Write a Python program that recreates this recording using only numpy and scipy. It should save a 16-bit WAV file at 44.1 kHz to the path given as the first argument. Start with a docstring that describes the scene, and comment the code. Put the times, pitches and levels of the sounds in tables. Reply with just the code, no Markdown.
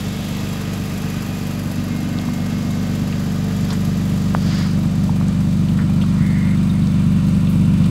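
"""The deep drone of a six-cylinder car idling through twin straight pipes on a wet outdoor lot.
Two cylinder banks fire in turn, each into its own ringing pipe. Gas rush, engine clatter, valve
ticking and faint belt whines sit above the drone. The exhaust grows as the microphone is carried
from the side of the car round to the tailpipes, with a few handling knocks, shoe scuffs and grit."""
import sys
import numpy as np
from scipy import signal
from scipy.fft import rfft, irfft
from scipy.io import wavfile

SR = 44100
rng = np.random.default_rng(int(sys.argv[2]) if len(sys.argv) > 2 else 0)


def wrap_up_sound(samples):
    """Save the sound to the file named by the first command line argument, as 16-bit audio."""
    columns = np.atleast_2d(samples).T
    # keep every value between -1 and 1, then stretch to whole-number steps
    tamed = np.clip(columns, -1, 1)
    steps = np.round(tamed * 32767).astype(np.int16)
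    wavfile.write(sys.argv[1], SR, steps)


N = 348390
TIME = np.arange(N) / SR
BINS_HZ = np.maximum(np.arange(N // 2 + 1) * SR / N, 1)


# The walk to the tailpipes: time_s, distance_m
MIC_WALK = [(0, 4.04), (1.2, 4.4), (2.6, 3.2), (4.0, 1.86), (5.5, 1.41), (7.2, 1.23), (7.9, 1.03)]
# Bass, drone, honk and overtones: gain_at_1m_db, loss_per_distance_doubling_db
EXHAUST_REGISTERS = [(-21.5, 4), (-13.5, 6), (-29, 4), (-34.5, 1.83)]
def exhaust(turns):
    """Each firing sends a pulse and a turbulent puff down its pipe; the drone grows on approach."""
    doublings = np.log2(in_time(MIC_WALK)[0])
    bass_db, drone_db, honk_db, overtone_db = [db - loss * doublings for db, loss in EXHAUST_REGISTERS]
    honk_db = honk_db + 11.5 * swell(2.21, 0.98)   # carries best beside the rear wheel
    accents = lope(turns, side_share=doublings / doublings.max())
    left, right = [accents * firings(turns, bank, PULSE, delay_s, uneven_db=0.78, jitter_s=.00008)
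                   for bank, delay_s in enumerate((0.004904, .0015))]
    pipes = twin_pipes(left, right)
    puffs = fading(left + right, decay_s=0.072) * rng.standard_normal(N)
    # split into registers, which carry differently round the car
    bass, to_drone, to_honk, to_overtones = [signal.sosfiltfilt(butter(8, edge_hz), pipes)
                                             for edge_hz in (111.0, 230.2, 275.5, 366)]
    honk = from_db(-2.5) * rms_one(to_honk - to_drone) + from_db(-12.5) * band(puffs, 218, 265)
    overtones = rms_one(to_overtones - to_honk) + from_db(-6.5) * band(puffs, 292, 345)
    burble = from_db(-36.5) * rms_one(around(puffs, hz=130.5, ratio=1.43))
    return (from_db(bass_db) * rms_one(bass) + from_db(drone_db) * rms_one(to_drone - bass)
            + from_db(honk_db) * honk + from_db(overtone_db) * overtones + burble + buzz(left + right))


# Each pipe's resonances: pitch_hz, width_hz, gain_db
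LEFT_PIPE_MODES = [(68.7, 16.2, 6.5), (131, 17.5, 11), (142.26, 22, 14), (206.8, 13.14, 16),
                   (289, 2.66, -3.5), (370.4, 13.5, -11.5)]
RIGHT_PIPE_MODES = [(59.2, 16.6, 10.5), (77.6, 68.2, 7), (146.7, 14.6, 18), (220.04, 11.44, 12.5),
                    (315.4, 17, -6.5)]
def twin_pipes(left, right):
    """Each bank rings its own pipe; the deepest bass is rolled off."""
    ringing = resonate(left, LEFT_PIPE_MODES) + resonate(right, RIGHT_PIPE_MODES)
    return signal.sosfilt(butter(2, 48, "high"), ringing)


# Cylinders in firing order: pulse_db, valve_tick_db, side_accent_db, late_s
FIRING_ORDER = [(2.5, 20, -1.5, .00004), (-0.3, 12.5, 0.6, -.00008), (1.5, 18.5, -0.9, -.00014),
                (0.84, 15.5, 1.64, .00003), (2.5, 15, -0.3, .00017), (-0.44, 14, 0.6, -.00008)]
PULSE, VALVE_TICK, SIDE_ACCENT, LATE = range(4)
def firings(turns, bank, level_column, delay_s, uneven_db, jitter_s):
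    """One bank's clicks: the engine fires three times a crank turn, the banks alternating."""
    number = np.arange(bank, int(3 * turns[-1]), 2)
    cylinder = np.array(FIRING_ORDER)[number % len(FIRING_ORDER)]
    jitter, unevenness = rng.standard_normal((len(number), 2)).T
    start_s = np.interp(number / 3, turns, TIME) + delay_s + cylinder[:, LATE] + jitter_s * jitter
    at = np.clip(start_s * SR, 0, N - 1).astype(int)
    clicks = np.zeros(N)
    clicks[at] = from_db(cylinder[:, level_column] + uneven_db * unevenness)
    return clicks


# Firings that hit harder: time_s, boost_db
HARD_FIRINGS = [(2.55, 2), (3.138, 1.5), (6.205, 1.5), (7.06, 2), (7.80, 1.5)]
def lope(turns, side_share):
    """Accents on the firings: from the side the near bank stands out and the idle lopes."""
    side_db = np.array(FIRING_ORDER)[(3 * turns).astype(int) % len(FIRING_ORDER), SIDE_ACCENT]
    hard_db = sum(db * swell(s, .012) for s, db in HARD_FIRINGS)
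    return from_db(side_db * side_share + hard_db)


def buzz(pulses, decay_s=0.026):
    """Echoes inside the pipes smear each firing's sharp edge into a buzz above the drone."""
    echoes = rng.standard_normal(SR // 8) * np.exp(-TIME[:SR // 8] / decay_s)
    smeared = around(signal.fftconvolve(pulses, echoes)[:N], hz=534, ratio=1.57)
    return from_db(-46 - 3 * behind_car()) * band(smeared, 420, 885)


# Noise colour beside and behind the car: frequency_hz, gain_db
SIDE_COLOUR = [(350, 1), (520, -8), (720, -8), (890, -15), (1230, -5.5), (1700, -5), (2800, -8.5),
               (4500, -14), (7200, -17), (9000, -35.5), (11000, -26.5), (13000, -30), (15500, -33.5)]
REAR_COLOUR = [(390, -4), (490, 7), (650, 2.5), (850, -3), (1200, 5.5), (2100, 0), (2750, -1), (3800, -9),
               (5500, -17), (6500, -15), (7800, -17.5), (9000, -22), (10500, -18), (12000, -22),
               (15500, -22)]
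# Engine parts ringing with the clatter: pitch_hz, width_hz, gain_db
CLATTER_MODES = [(1222, 62, 18.5), (1680, 45, 13), (1864, 45, 11), (2715, 60, 11.5), (3310, 66, 8.5),
                 (3847, 45, 9), (4790, 200, 5.5), (6240, 60, 6)]
# The engine bay fades as the car's body screens it: time_s, relative_db
BAY_FADE = [(0.0, -41.5), (1.36, -42.5), (1.96, -45.5), (3.76, -43.5), (4.55, -45.5), (4.82, -47.5),
            (5.5, -48.5), (7.9, -47)]
# Gas rush, clatter, hiss, ticking: low_hz, high_hz, base_db, bay_share, rear_change_db, pulse_share
ENGINE_BANDS = [(412, 983, -39, 0.096, -2.5, 0.23), (984, 3440, -41, 0.47, 0, 0.082),
                (3650, 9140, -43.5, 0.5, -1, 0.23), (8330, 16200, -49.5, 0.92, -2, 0.71)]
def engine_noise(valve_beat):
    """Gas rush and clatter pulse lightly with the valves; the top treble is mostly their ticking."""
    bay_db, = in_time(BAY_FADE)
    bay_swing_db = bay_db - bay_db.mean()
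    beside = coloured(SIDE_COLOUR, ripple_db=1.6) + from_db(-8.5) * ringing_noise(CLATTER_MODES)
    behind = coloured(REAR_COLOUR, ripple_db=2.6)
    rear = behind_car()
    out = 0
    for low_hz, high_hz, base_db, bay_share, rear_change_db, pulse_share in ENGINE_BANDS:
        noise = np.sqrt(1 - rear) * band(beside, low_hz, high_hz)
        noise += np.sqrt(rear) * band(behind, low_hz, high_hz)
        level_db = base_db + bay_share * bay_swing_db + rear_change_db * rear + .5 * drift(10)
        pulsing = np.sqrt(1 - pulse_share + pulse_share * valve_beat ** 2)
        out += from_db(level_db) * noise * pulsing
    return out


def valve_envelope(turns):
    """The valves' rhythm: a quick rise and fall for every tick."""
    ticks = sum(firings(turns, bank, VALVE_TICK, delay_s, uneven_db=1.7, jitter_s=0.00032)
                for bank, delay_s in enumerate((-.002, .001)))
    return rms_one(fading(fading(ticks, decay_s=0.0024), decay_s=0.012))


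def valve_ticking(valve_beat):
    """The finest ticking of the valves, clearest abreast of the engine."""
    return from_db(-52) * swell(1.4, .8) * valve_beat * band(rng.standard_normal(N), 9800, 13400)


# Low engine hums and thin belt whines: cycles_per_turn, loudest_s, spread_s, level_db
ENGINE_HUMS = [(18, 1.9, .6, -41), (24, 2, 3.2, -47.5), (27, .7, .9, -41.5), (27, 3.8, 1.3, -41.5),
               (27, 7.64, .47, -45.5), (28.5, 3, 5, -50), (35, 3.7, 1.2, -44.5)]
BELT_WHINES = [(93.8, 2.25, 1.2, -48), (132.4, 2.35, 0.58, -43.5), (133.2, 0.2, 0.86, -46.5),
               (151.8, 1.15, 1.0, -49), (200.2, .3, .7, -52)]
def hums_and_whines(turns):
    """Wavering tones locked to the crank, each swelling and fading as the microphone passes."""
    out = 0
    for per_turn, loudest_s, spread_s, db in ENGINE_HUMS + BELT_WHINES:
        phase = 2 * np.pi * per_turn * turns + 0.0053 * per_turn * drift(25)
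        out += from_db(db + 1.6 * drift(15)) * swell(loudest_s, spread_s) * np.sin(phase)
    return out


# Whirrs along the walk: pitch_hz, width_hz, loudest_s, spread_s, level_db
PASSING_WHIRRS = [(3450, 560, 0.17, 0.45, -42.5), (2610, 180, 0.44, 2, -46.5),
                  (2700, 200, 8.04, 1.4, -48.5)]
def whirrs():
    """Narrow bands of noise, rougher than the whines, that come and go."""
    return sum(from_db(db) * swell(loudest_s, spread_s) * ringing_noise([(hz, width_hz, 0)])
               for hz, width_hz, loudest_s, spread_s, db in PASSING_WHIRRS)


def chirp(turns, pitch_hz=3700, width_hz=120, cycle_phase=0.595):
    """A faint ring excited once every two crank turns, heard briefly behind the car."""
    cycle = np.cos(np.pi * turns - 2 * np.pi * cycle_phase)
    gate = np.exp(12 * (cycle - 1))
    return from_db(-41) * swell(6.74, 0.3) * gate * ringing_noise([(pitch_hz, width_hz, 0)])


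# Bumps on the microphone: start_s, peak_db, pitch_hz, band_edge_ratio
MIC_KNOCKS = [(2.287, -26, 1060, 1.1), (3.706, -21, 950, 1.4), (4.3492, -4, 840, 1.6),
              (5.0937, -19.5, 890, 1.13), (5.2118, -20.5, 1050, 1.33), (5.792, -21, 1510, 1.25),
              (5.896, -27, 886, 1.15), (6.038, -25, 1270, 1.15)]
def handling_knocks():
    """Single knocks on the microphone's housing, dulled by the soft contact."""
    out = np.zeros(N)
    for start_s, peak_db, hz, ratio in MIC_KNOCKS:
        knock = -around(signal.unit_impulse(SR // 8), hz, ratio)
        add_hit(out, start_s, peak_db, signal.sosfilt(butter(2, 2400), knock))
    return out


# Grit underfoot: start_s, peak_db, pitch_hz, decay_s
GRIT_CRUNCHES = [(2.187, -18, 3950, 0.0016), (3.125, -24, 2400, 0.011), (3.509, -25, 1880, 0.0044),
                 (3.611, -29, 9000, .002), (3.704, -21, 4200, .009), (3.729, -28, 7600, 0.0099),
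                 (5.283, -26, 7350, 0.0014), (5.685, -28, 3000, .008), (5.787, -24.5, 1510, 0.029),
                 (6.012, -25.5, 3020, 0.018), (6.871, -27, 4900, 0.0027), (7.268, -33, 12500, .004),
                 (7.47, -28, 3000, 0.011), (7.495, -32, 11000, 0.041), (7.84, -25.5, 3330, .013)]
def grit():
    """Grit cracks under the shoes in short bursts of uneven grains."""
    out, age = np.zeros(N), TIME[:SR // 8]
    for start_s, peak_db, hz, decay_s in GRIT_CRUNCHES:
        grains = rng.standard_normal(len(age)) * from_db(4.2 * rng.standard_normal(len(age)))
        add_hit(out, start_s, peak_db, around(grains * np.exp(-age / decay_s), hz, ratio=1.28))
    return out


# Resonances of a sole's grind, rasp and wet hiss: pitch_hz, width_hz, gain_db
GRIND_MODES = [(765, 400, 4), (1290, 760, 5)]
RASP_MODES = [(1850, 260, -6), (2153, 110, -2)]
HISS_MODES = [(1290, 540, -1), (3320, 2100, -4.5), (4820, 560, 2.5), (6600, 1800, -11)]
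# Soles dragging on wet asphalt: loudest_s, spread_s, grind_db, hiss_db
SOLE_DRAGS = [(3.725, 0.033, -35, -41), (4.565, 0.15, -43, -33.5), (6.17, 0.047, -38, -49)]
# Soles pivoting: start_s, end_s, level_db
SOLE_PIVOTS = [(4.52, 4.66, -42), (6.192, 6.543, -38.5), (6.73, 6.8, -44)]
def shoe_scuffs(fade_s=.03):
    """A dragged sole grinds in uneven slips and squeezes out a wet hiss; a pivoting one rasps."""
    grind = rms_one(around(ringing_noise(GRIND_MODES), hz=1000, ratio=1.9))
    rasp = rms_one(around(ringing_noise(RASP_MODES), hz=1950, ratio=1.3))
    hiss = rms_one(around(ringing_noise(HISS_MODES), hz=3000, ratio=2.8))
    slips = rms_one(from_db(2.9 * drift(150)))
    out = 0
    for loudest_s, spread_s, grind_db, hiss_db in SOLE_DRAGS:
        out += swell(loudest_s, spread_s) * (slips * from_db(grind_db) * grind + from_db(hiss_db) * hiss)
    for start_s, end_s, db in SOLE_PIVOTS:
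        gate = (np.tanh((TIME - start_s) / fade_s) - np.tanh((TIME - end_s) / fade_s)) / 2
        out += from_db(db) * gate * rasp
    return out


def behind_car(start_s=3.75, takes_s=2.9):
    """How far the microphone has come round the rear corner, 0 to 1."""
    return np.clip((TIME - start_s) / takes_s, 0, 1)


def from_db(db):
    """Decibels to gain."""
    return 10 ** (np.asarray(db) / 20)


def rms_one(x):
    """Scale to rms 1."""
    return x / np.sqrt(np.mean(x ** 2) + 1e-20)


def in_time(rows):
    """Each column of a curve at every sample."""
    times_s, *columns = np.transpose(rows)
    return [np.interp(TIME, times_s, column) for column in columns]


def swell(loudest_s, spread_s):
    """A bell-shaped rise and fall."""
    return np.exp(-((TIME - loudest_s) / spread_s) ** 2)


def drift(rate_hz):
    """Random wander at rms 1."""
    points = rng.standard_normal(4000)
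    return rms_one(np.interp(TIME * rate_hz, np.arange(len(points)), points))


def fading(clicks, decay_s):
    """Each click becomes an envelope that dies away."""
    return signal.lfilter([1], [1, -np.exp(-1 / (decay_s * SR))], clicks + 1e-18)


def butter(order, edge_hz, kind="low"):
    """Filter sections with a flat passband."""
    return signal.butter(order, edge_hz, kind, fs=SR, output="sos")


def band(x, low_hz, high_hz):
    """One band with steep edges, at rms 1."""
    gain = ((1 + (low_hz / BINS_HZ) ** 24) * (1 + (BINS_HZ / high_hz) ** 24)) ** -.5
    return rms_one(irfft(rfft(x) * gain, N))


def around(x, hz, ratio):
    """Gentle band-pass from hz / ratio to hz * ratio."""
    return signal.sosfilt(butter(2, [hz / ratio, min(hz * ratio, .45 * SR)], "band"), x)


def resonate(x, modes):
    """Parallel resonances of alternating sign."""
    out = 0
    for k, (hz, width_hz, db) in enumerate(modes):
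        radius = np.exp(-np.pi * width_hz / SR)
        feedforward = (1 - radius ** 2) / 2 * np.array([1, 0, -1])
        feedback = [1, -2 * radius * np.cos(2 * np.pi * hz / SR), radius ** 2]
        out += (-1) ** k * from_db(db) * signal.lfilter(feedforward, feedback, x + 1e-18)
    return out


def ringing_noise(modes):
    """White noise through resonances, at rms 1."""
    return rms_one(resonate(rng.standard_normal(N), modes))


def coloured(spectrum, ripple_db):
    """Noise with the given spectrum, rippled by the many close resonances of panels and pipes."""
    hz, db = np.transpose(spectrum)
    ripple = np.interp(BINS_HZ / 75, np.arange(600), rng.standard_normal(600))
    ripple *= np.clip(BINS_HZ / 2000, 0, 1)
    gain = from_db(np.interp(np.log(BINS_HZ), np.log(hz), db) + ripple_db * ripple)
    return rms_one(irfft(rfft(rng.standard_normal(N)) * gain, N))


def add_hit(out, start_s, peak_db, sound):
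    """Mix in a short sound at the given peak level."""
    at = int(start_s * SR)
    out[at:at + len(sound)] += from_db(peak_db) * sound[:N - at] / np.abs(sound).max()


# The gently wandering idle: time_s, speed_rpm
IDLE_SPEED = [(0.0, 986.2), (0.5, 982.9), (1.1, 979.3), (2.0, 964.5), (2.7, 976.4), (3.4, 980.9),
              (4.2, 979.5), (5.0, 974.7), (5.8, 977.6), (6.6, 983.0), (7.2, 976.7), (7.9, 970.7)]
def scene():
    """The car, timed by its crank, mixed in mono with the sounds of the walk."""
    turns = np.cumsum(in_time(IDLE_SPEED)[0]) / 60 / SR
    car = exhaust(turns)
    valve_beat = valve_envelope(turns)
    car += engine_noise(valve_beat) + valve_ticking(valve_beat)
    car += hums_and_whines(turns) + whirrs() + chirp(turns)
    return (car + handling_knocks() + grit() + shoe_scuffs())[None]


def record(dry, cutoff_hz=15700):
    """A steep low-pass takes off the very top."""
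    return signal.sosfilt(signal.ellip(12, .1, 90, cutoff_hz, fs=SR, output="sos"), dry)


dry = scene()
out = record(dry)
wrap_up_sound(out)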